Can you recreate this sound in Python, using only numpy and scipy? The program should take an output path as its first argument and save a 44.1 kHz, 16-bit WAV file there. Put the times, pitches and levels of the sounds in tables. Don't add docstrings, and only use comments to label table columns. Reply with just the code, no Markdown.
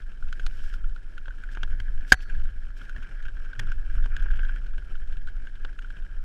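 import sys
import numpy as np
from scipy import signal
from scipy.fft import rfft, irfft, next_fast_len
from scipy.io import wavfile
from scipy.ndimage import uniform_filter1d, map_coordinates

SR = 44100
rng = np.random.default_rng(int(sys.argv[2]) if len(sys.argv) > 2 else 0)


def pcm_store(signal):
    levels = np.round(np.clip(np.atleast_2d(signal), -1, 1) * 32767)
    wavfile.write(sys.argv[1], SR, levels.astype(np.int16).T)


N = 275184

# time in seconds, level in dB (before the rattle and chatter take their shares).
ROUGHNESS = [(0, -56.5), (.25, -59.5), (.6, -53.5), (.88, -59), (1.25, -59), (1.58, -52.5), (1.85, -55.5),
             (2.3, -53.5), (2.65, -57), (3, -53), (3.7, -51.5), (3.9, -52.5), (4.3, -48), (4.52, -48.5),
             (4.7, -56.5), (5.3, -58), (5.9, -56.5), (6.24, -58.5)]


def amp(db):
    return 10 ** (np.asarray(db) / 20)


def unit(x):
    return x / np.sqrt(np.mean(x ** 2) + 1e-20)


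def wobble(rate):
    points = rng.standard_normal(int(N * rate / SR) + 4)
    return map_coordinates(points, [np.arange(N) * rate / SR])


def swells(rows):
    t = np.arange(N) / SR
    return sum(amp(db) * np.exp(-(2 * (t - s) / length) ** 2) for s, length, db in rows)


def filtered(x, response):
    size = 2 * next_fast_len(len(x))
    spectrum = rfft(x, size) * response(np.fft.rfftfreq(size, 1 / SR))
    return irfft(spectrum, size)[:len(x)]


def colour(x, points):
    def response(hz):
        f, db = np.transpose(points)
        gain = amp(np.interp(np.log(hz + 1), np.log(f + 1), db))
        cepstrum = irfft(np.log(gain))
        half = len(cepstrum) // 2
        folded = np.r_[cepstrum[0], 2 * cepstrum[1:half], np.zeros(half)]
        return np.exp(rfft(folded))
    return filtered(x, response)


def resonance(x, hz, width_hz):
    return filtered(x, lambda f: 1j * f * width_hz / (hz * hz - f * f + 1j * f * width_hz))


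def case(x, flutter_db):
    # pitch in Hz, width in Hz, gain in dB.
    case_rings = [(1425, 307, -4.5), (1650, 144, 2), (2330, 330, -13), (3130, 220, -16.5), (5370, 240, -19),
                  (8250, 300, -28)]
    total = np.zeros(N)
    for k, (hz, width_hz, db) in enumerate(case_rings):
        share = x * amp(flutter_db * wobble(70))
        total += (-1) ** k * amp(db) * resonance(share, hz, width_hz)
    return total


def grains(rate, spread_db):
    hits = rng.random(N) < rate / SR
    signs = rng.choice([-1, 1], N)
    sizes = amp(spread_db * np.minimum(rng.standard_normal(N), 2))
    return unit(hits * signs * sizes)


def ping(hz, rise):
    t = np.arange(SR // 12) / SR
    return np.sin(2 * np.pi * hz * t) * (t / rise * np.exp(1 - t / rise)) ** 2


def add(track, s, sound):
    part = track[round(s * SR):][:len(sound)]
    part += sound[:len(part)]


def contact(ring_db, crack_db, thud_db, ring_hz, rise, crack_t60, thud_t60, dull_db):
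    # frequency in Hz, level in dB (each impact varies it).
    crack_colour = [(900, -27), (2000, -1), (3100, 5.5), (4200, -9), (5900, -13), (6600, -10),
                    (7400, -17.5), (12000, -23.5), (15000, -42)]
    # frequency in Hz, level in dB.
    thud_colour = [(40, -4.5), (130, 3.5), (620, -2), (1200, -3), (2500, -43.5), (9000, -78.5)]
    t = np.arange(SR // 12) / SR

    def burst(t60):
        return rng.standard_normal(len(t)) * amp(-60 * t / t60)

    def sized(x):
        return x * np.sqrt(SR / 100 / np.sum(x ** 2))

    crack_points = []
    for hz, db in crack_colour:
        treble_share = np.interp(hz, [4000, 10000], [0, 1])
        crack_points.append((hz, db - dull_db * treble_share + 3 * rng.standard_normal()))
    crack = colour(burst(crack_t60), crack_points)
    thud = colour(12 * (t == 0) + burst(thud_t60), thud_colour)
    return amp(ring_db) * ping(ring_hz, rise) + amp(crack_db) * sized(crack) + amp(thud_db) * sized(thud)


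def wind():
    # frequency in Hz, level in dB.
    rumble_colour = [(4, -21), (13, 1.5), (27, -2), (40, -16.5), (60, -23.5), (100, -37.5), (200, -56),
                     (500, -95.5)]
    # middle in seconds, length in seconds, level in dB.
    gusts = [(.05, 0.12, -41), (.27, 0.09, -34), (.47, 0.14, -26.5), (.75, 0.14, -32), (.9, 0.11, -32),
             (1.29, 0.045, -36), (1.62, 0.32, -31.5), (1.87, 0.26, -28), (2.37, 0.31, -30.5),
             (2.67, 0.23, -41.5), (2.98, 0.078, -35.5), (3.29, 0.46, -37), (3.76, 0.19, -29),
             (4.02, 0.19, -25.5), (4.34, 0.38, -24), (4.7, 0.37, -39), (5.11, 0.13, -33.5),
             (5.36, 0.13, -38), (6.05, 0.82, -39.5)]
    lull_db = -38.5
    surge_db, surge_rate = 1.5, 11
    swing = colour(rng.standard_normal(N), rumble_colour)
    audible = filtered(swing, lambda hz: 1 - 1 / (1 + (hz / 20) ** 8))
    power = uniform_filter1d(uniform_filter1d(audible ** 2, size=SR // 8), size=SR // 20)
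    steady = swing / np.sqrt(np.abs(power))
    return (amp(lull_db) + swells(gusts)) * amp(surge_db * wobble(surge_rate)) * steady


def trail():
    # frequency in Hz, level in dB.
    roar_colour = [(50, -14), (110, -3), (350, -14.5), (700, -21.5), (1100, -29), (9000, -88.5)]
    thump_colour = [(50, -12), (110, 8.5), (170, -8.5), (400, -22.5), (2000, -96)]
    grit_colour = [(1800, -2.5), (3300, 0.5), (4850, -4), (5400, -1.5), (5900, -7), (8300, -8.5),
                   (12300, -17), (13500, -36)]
    # frequency in Hz, gain in dB.
    wall = [(300, -27.5), (1000, -5), (1500, 0.5), (2150, -2), (3300, 2), (4200, -3), (14000, -24.5)]
    # middle in seconds, length in seconds, level in dB.
    hollows = [(0.437, 0.1, -57), (2.4, 0.045, -53), (2.98, 0.046, -42), (3.635, 0.11, -38.5)]
    chatter_rings = [1430, 1560, 1650]
    roar_db, roar_grows = -57.5, 0.4
    grit_db, grit_grows = -70, 0.17
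    chatter_db, chatter_rate = -6.5, 57

    rattle_db = np.interp(np.arange(N) / SR, *np.transpose(ROUGHNESS))
    rough_db = rattle_db - rattle_db.mean()
    jolts = wobble(35)

    roar = unit(colour(rng.standard_normal(N) * amp(2 * jolts), roar_colour))
    thumps = swells(hollows) * unit(colour(rng.standard_normal(N), thump_colour))

    patter = (grains(rate=260, spread_db=3.0) + 0.75 * rng.standard_normal(N)) * amp(2.395 * jolts)
    rattle = amp(-1.5) * unit(colour(case(patter, flutter_db=2.0), wall))

    chatter = np.zeros(N)
    for hz in chatter_rings:
        links = grains(chatter_rate / len(chatter_rings), spread_db=2.5)
        chatter += signal.fftconvolve(links, ping(hz, rise=.002))[:N]
    chatter = unit(chatter)

    crunch = grains(rate=700, spread_db=1.0) + rng.standard_normal(N)
    grit = unit(colour(crunch * amp(jolts + 1.2 * wobble(130)), grit_colour))

    tyres = amp(roar_db + roar_grows * rough_db) * roar + thumps
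    hiss = amp(grit_db + grit_grows * rough_db) * grit
    return tyres + hiss + amp(rattle_db) * (rattle + amp(chatter_db) * chatter)


def leaves():
    # frequency in Hz, level in dB.
    leaf_colour = [(1000, -24.5), (2500, -1.5), (3300, -2), (4200, -8.5), (5400, -2), (5950, -10),
                   (8200, -12), (10000, -19), (14000, -20), (15000, -33.5)]
    # middle in seconds, length in seconds, level in dB.
    swishes = [(.43, 0.27, -67), (.64, 0.17, -60), (.742, 0.031, -59), (1.528, 0.027, -58.5),
               (2.1, 0.042, -52.5), (2.228, 0.028, -55), (2.78, 0.024, -58.5), (2.83, 0.06, -65),
               (3.598, 0.0036, -37)]
    rustle = (.5 * grains(rate=130, spread_db=3.5) + rng.standard_normal(N)) * amp(1.5 * wobble(55))
    return swells(swishes) * unit(colour(rustle, leaf_colour))


def taps():
    rate, spread_db = 10, 4.5
    above_ground_db = (8, -9)
    slots = np.arange(int(rate * N / SR))
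    chance = rng.random((len(slots), 3))
    times = (slots + chance[:, 0]) / rate
    ground_db = np.interp(times, *np.transpose(ROUGHNESS))
    levels = ground_db[:, None] + above_ground_db + spread_db * (2 * chance[:, 1:] - 1)
    return np.c_[times, levels]


def ticks():
    # start in seconds, case ring peak in dB, crack level in dB.
    tick_rows = [(.1176, -48, -60.5), (.2843, -56, -56.5), (.6983, -42.5, -57), (1.2565, -38, -58),
                 (1.489, -37.5, -65), (2.2049, -51, -52), (2.438, -53, -61), (2.3496, -38.5, -60),
                 (2.8135, -40, -54.5), (3.027, -49, -56), (3.2244, -49, -58), (3.2525, -38.5, -53.5),
                 (3.9809, -38, -69), (4.0407, -37, -56), (4.2358, -43, -68), (4.264, -39, -66),
                 (4.2847, -35, -64), (4.3115, -35, -54), (4.3355, -35, -65), (4.357, -47, -56.5),
                 (4.4485, -34, -54), (4.6658, -44, -60), (4.953, -39, -56.5), (5.1244, -41.5, -56.5),
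                 (5.1696, -44.5, -56), (5.2845, -35.5, -61.5), (5.5544, -53, -58.5), (5.821, -44, -56.5),
                 (5.9035, -37.5, -58), (5.9663, -49, -58)]
    middle_hz, scatter_hz = 1536, 72
    track = np.zeros(N)
    for s, ring_db, crack_db in [*tick_rows, *taps()]:
        ring_hz = middle_hz + scatter_hz * rng.standard_normal()
        add(track, s, contact(ring_db, crack_db, -68, ring_hz, rise=0.0022,
                              crack_t60=0.044, thud_t60=0.034, dull_db=2.5))
    return track


def knocks():
    # start in seconds, then case ring peak, crack and thud in dB
    # (all three before the trims below), ring pitch in Hz.
    knock_rows = [(0.2247, -34.5, -63, -57.5, 1440), (0.3266, -26, -46, -73, 1500),
                  (0.396, -27.5, -48.5, -52, 1560), (.4648, -29, -40, -45.5, 1480),
                  (0.7386, -32.5, -53.5, -70, 1447), (.841, -37, -60.5, -61, 1425),
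                  (0.961, -36, -59, -59, 1430), (1.1787, -31.5, -50.5, -78, 1455),
                  (1.281, -30.5, -55, -45.5, 1540), (1.306, -33.5, -63, -65, 1514),
                  (1.4362, -32, -54, -69, 1495), (1.549, -33, -53, -71, 1560),
                  (1.5717, -27, -52.5, -40.5, 1560), (1.632, -21, -37.5, -39.5, 1520),
                  (1.8007, -27.5, -43.5, -50.5, 1595), (2.2978, -32, -56, -68, 1600),
                  (2.8942, -31, -54, -73, 1500), (2.9628, -30.5, -56, -47.5, 1710),
                  (3.283, -30.5, -55.5, -75, 1580), (3.5312, -31, -58, -56, 1530),
                  (3.5934, -25, -39.5, -57, 1750), (3.5966, -23.5, -43, -40.5, 1730),
                  (3.7183, -24.5, -48.5, -56, 1515), (4.0587, -32, -51, -42.5, 1550),
                  (4.1655, -23.5, -44.5, -54, 1626), (4.258, -33, -59, -47, 1620),
                  (4.3038, -29, -57, -56, 1590), (4.3925, -30, -48.5, -48.5, 1560),
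                  (4.4314, -27.5, -59, -71, 1560), (4.4931, -27.5, -54.5, -50.5, 1540),
                  (4.78, -34.5, -53.5, -54.5, 1560), (5.2725, -35, -55.5, -59, 1460),
                  (5.47, -36.5, -56, -57, 1575), (5.6485, -26.5, -46, -42.5, 1520),
                  (5.789, -31.5, -49.5, -67, 1470), (5.845, -34.5, -59, -76, 1460)]
    heavy_dull_db = 11
    track = np.zeros(N)
    for s, ring_db, crack_db, thud_db, ring_hz in knock_rows:
        softness = np.interp(max(crack_db, thud_db), [-58, -42], [2, 1])
        weight = np.interp(thud_db - crack_db, [-8, 2], [0, 1])
        add(track, s, contact(ring_db - 3.0, crack_db - 0.5, thud_db - 3.5, ring_hz,
                              rise=0.0016 * softness, crack_t60=0.022 * softness,
                              thud_t60=0.052, dull_db=heavy_dull_db * weight))
    return track


def blow():
    # start in seconds, case ring peak in dB, crack level in dB, thud level in dB.
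    hits = [(2.1202, -12, -28.5, -26.5), (2.1215, 7.5, -22, -19.5), (2.1253, -12.5, -22, -30.5),
            (2.1335, -18, -36.5, -34), (2.1416, -18.5, -42.5, -41.5)]
    # pitch in Hz, starting level in dB, time to fall by 60 dB in seconds.
    mount_rings = [(300, -19.5, 0.025), (409, -20.5, .028), (516, -22.5, 0.021), (748, -23, 0.069),
                   (950, -21.5, 0.025), (1443, -24, .04), (1970, -39, .14), (2460, -26, .028)]
    steel_rings = [(4021, -68, .7), (4436, -56, .8), (5916, -63, .62)]
    track, t = np.zeros(N), np.arange(SR // 2) / SR
    for s, ring_db, crack_db, thud_db in hits:
        add(track, s, contact(ring_db, crack_db, thud_db, ring_hz=1620, rise=0.0015,
                              crack_t60=0.022, thud_t60=0.031, dull_db=-7.5))
    hardest_s = hits[1][0]
    for hz, db, t60 in [*mount_rings, *steel_rings]:
        add(track, hardest_s, amp(db - 60 * t / t60) * np.sin(2 * np.pi * hz * t))
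    add(track, hardest_s, amp(-16.5) * ping(45, rise=.013))
    return track


def scene():
    return (wind() + trail() + leaves() + knocks() + ticks() + blow())[None]


def record(dry):
    duck_db, duck_s = -3, 0.04
    top_hz = 15100
    clipped = dry[0] / (1 + np.abs(dry[0]) ** 6) ** (1 / 6)
    overload = np.maximum(np.abs(dry[0]) - 1, 0)
    age = np.arange(SR // 2) / SR / duck_s
    dip = (age * np.exp(1 - age)) ** 3
    duck = signal.fftconvolve(overload / (overload.sum() + 1), dip)[:N]
    return filtered(clipped * amp(duck_db * duck), lambda hz: 1 / (1 + (hz / top_hz) ** 120))[None]


dry = scene()
out = record(dry)
pcm_store(out)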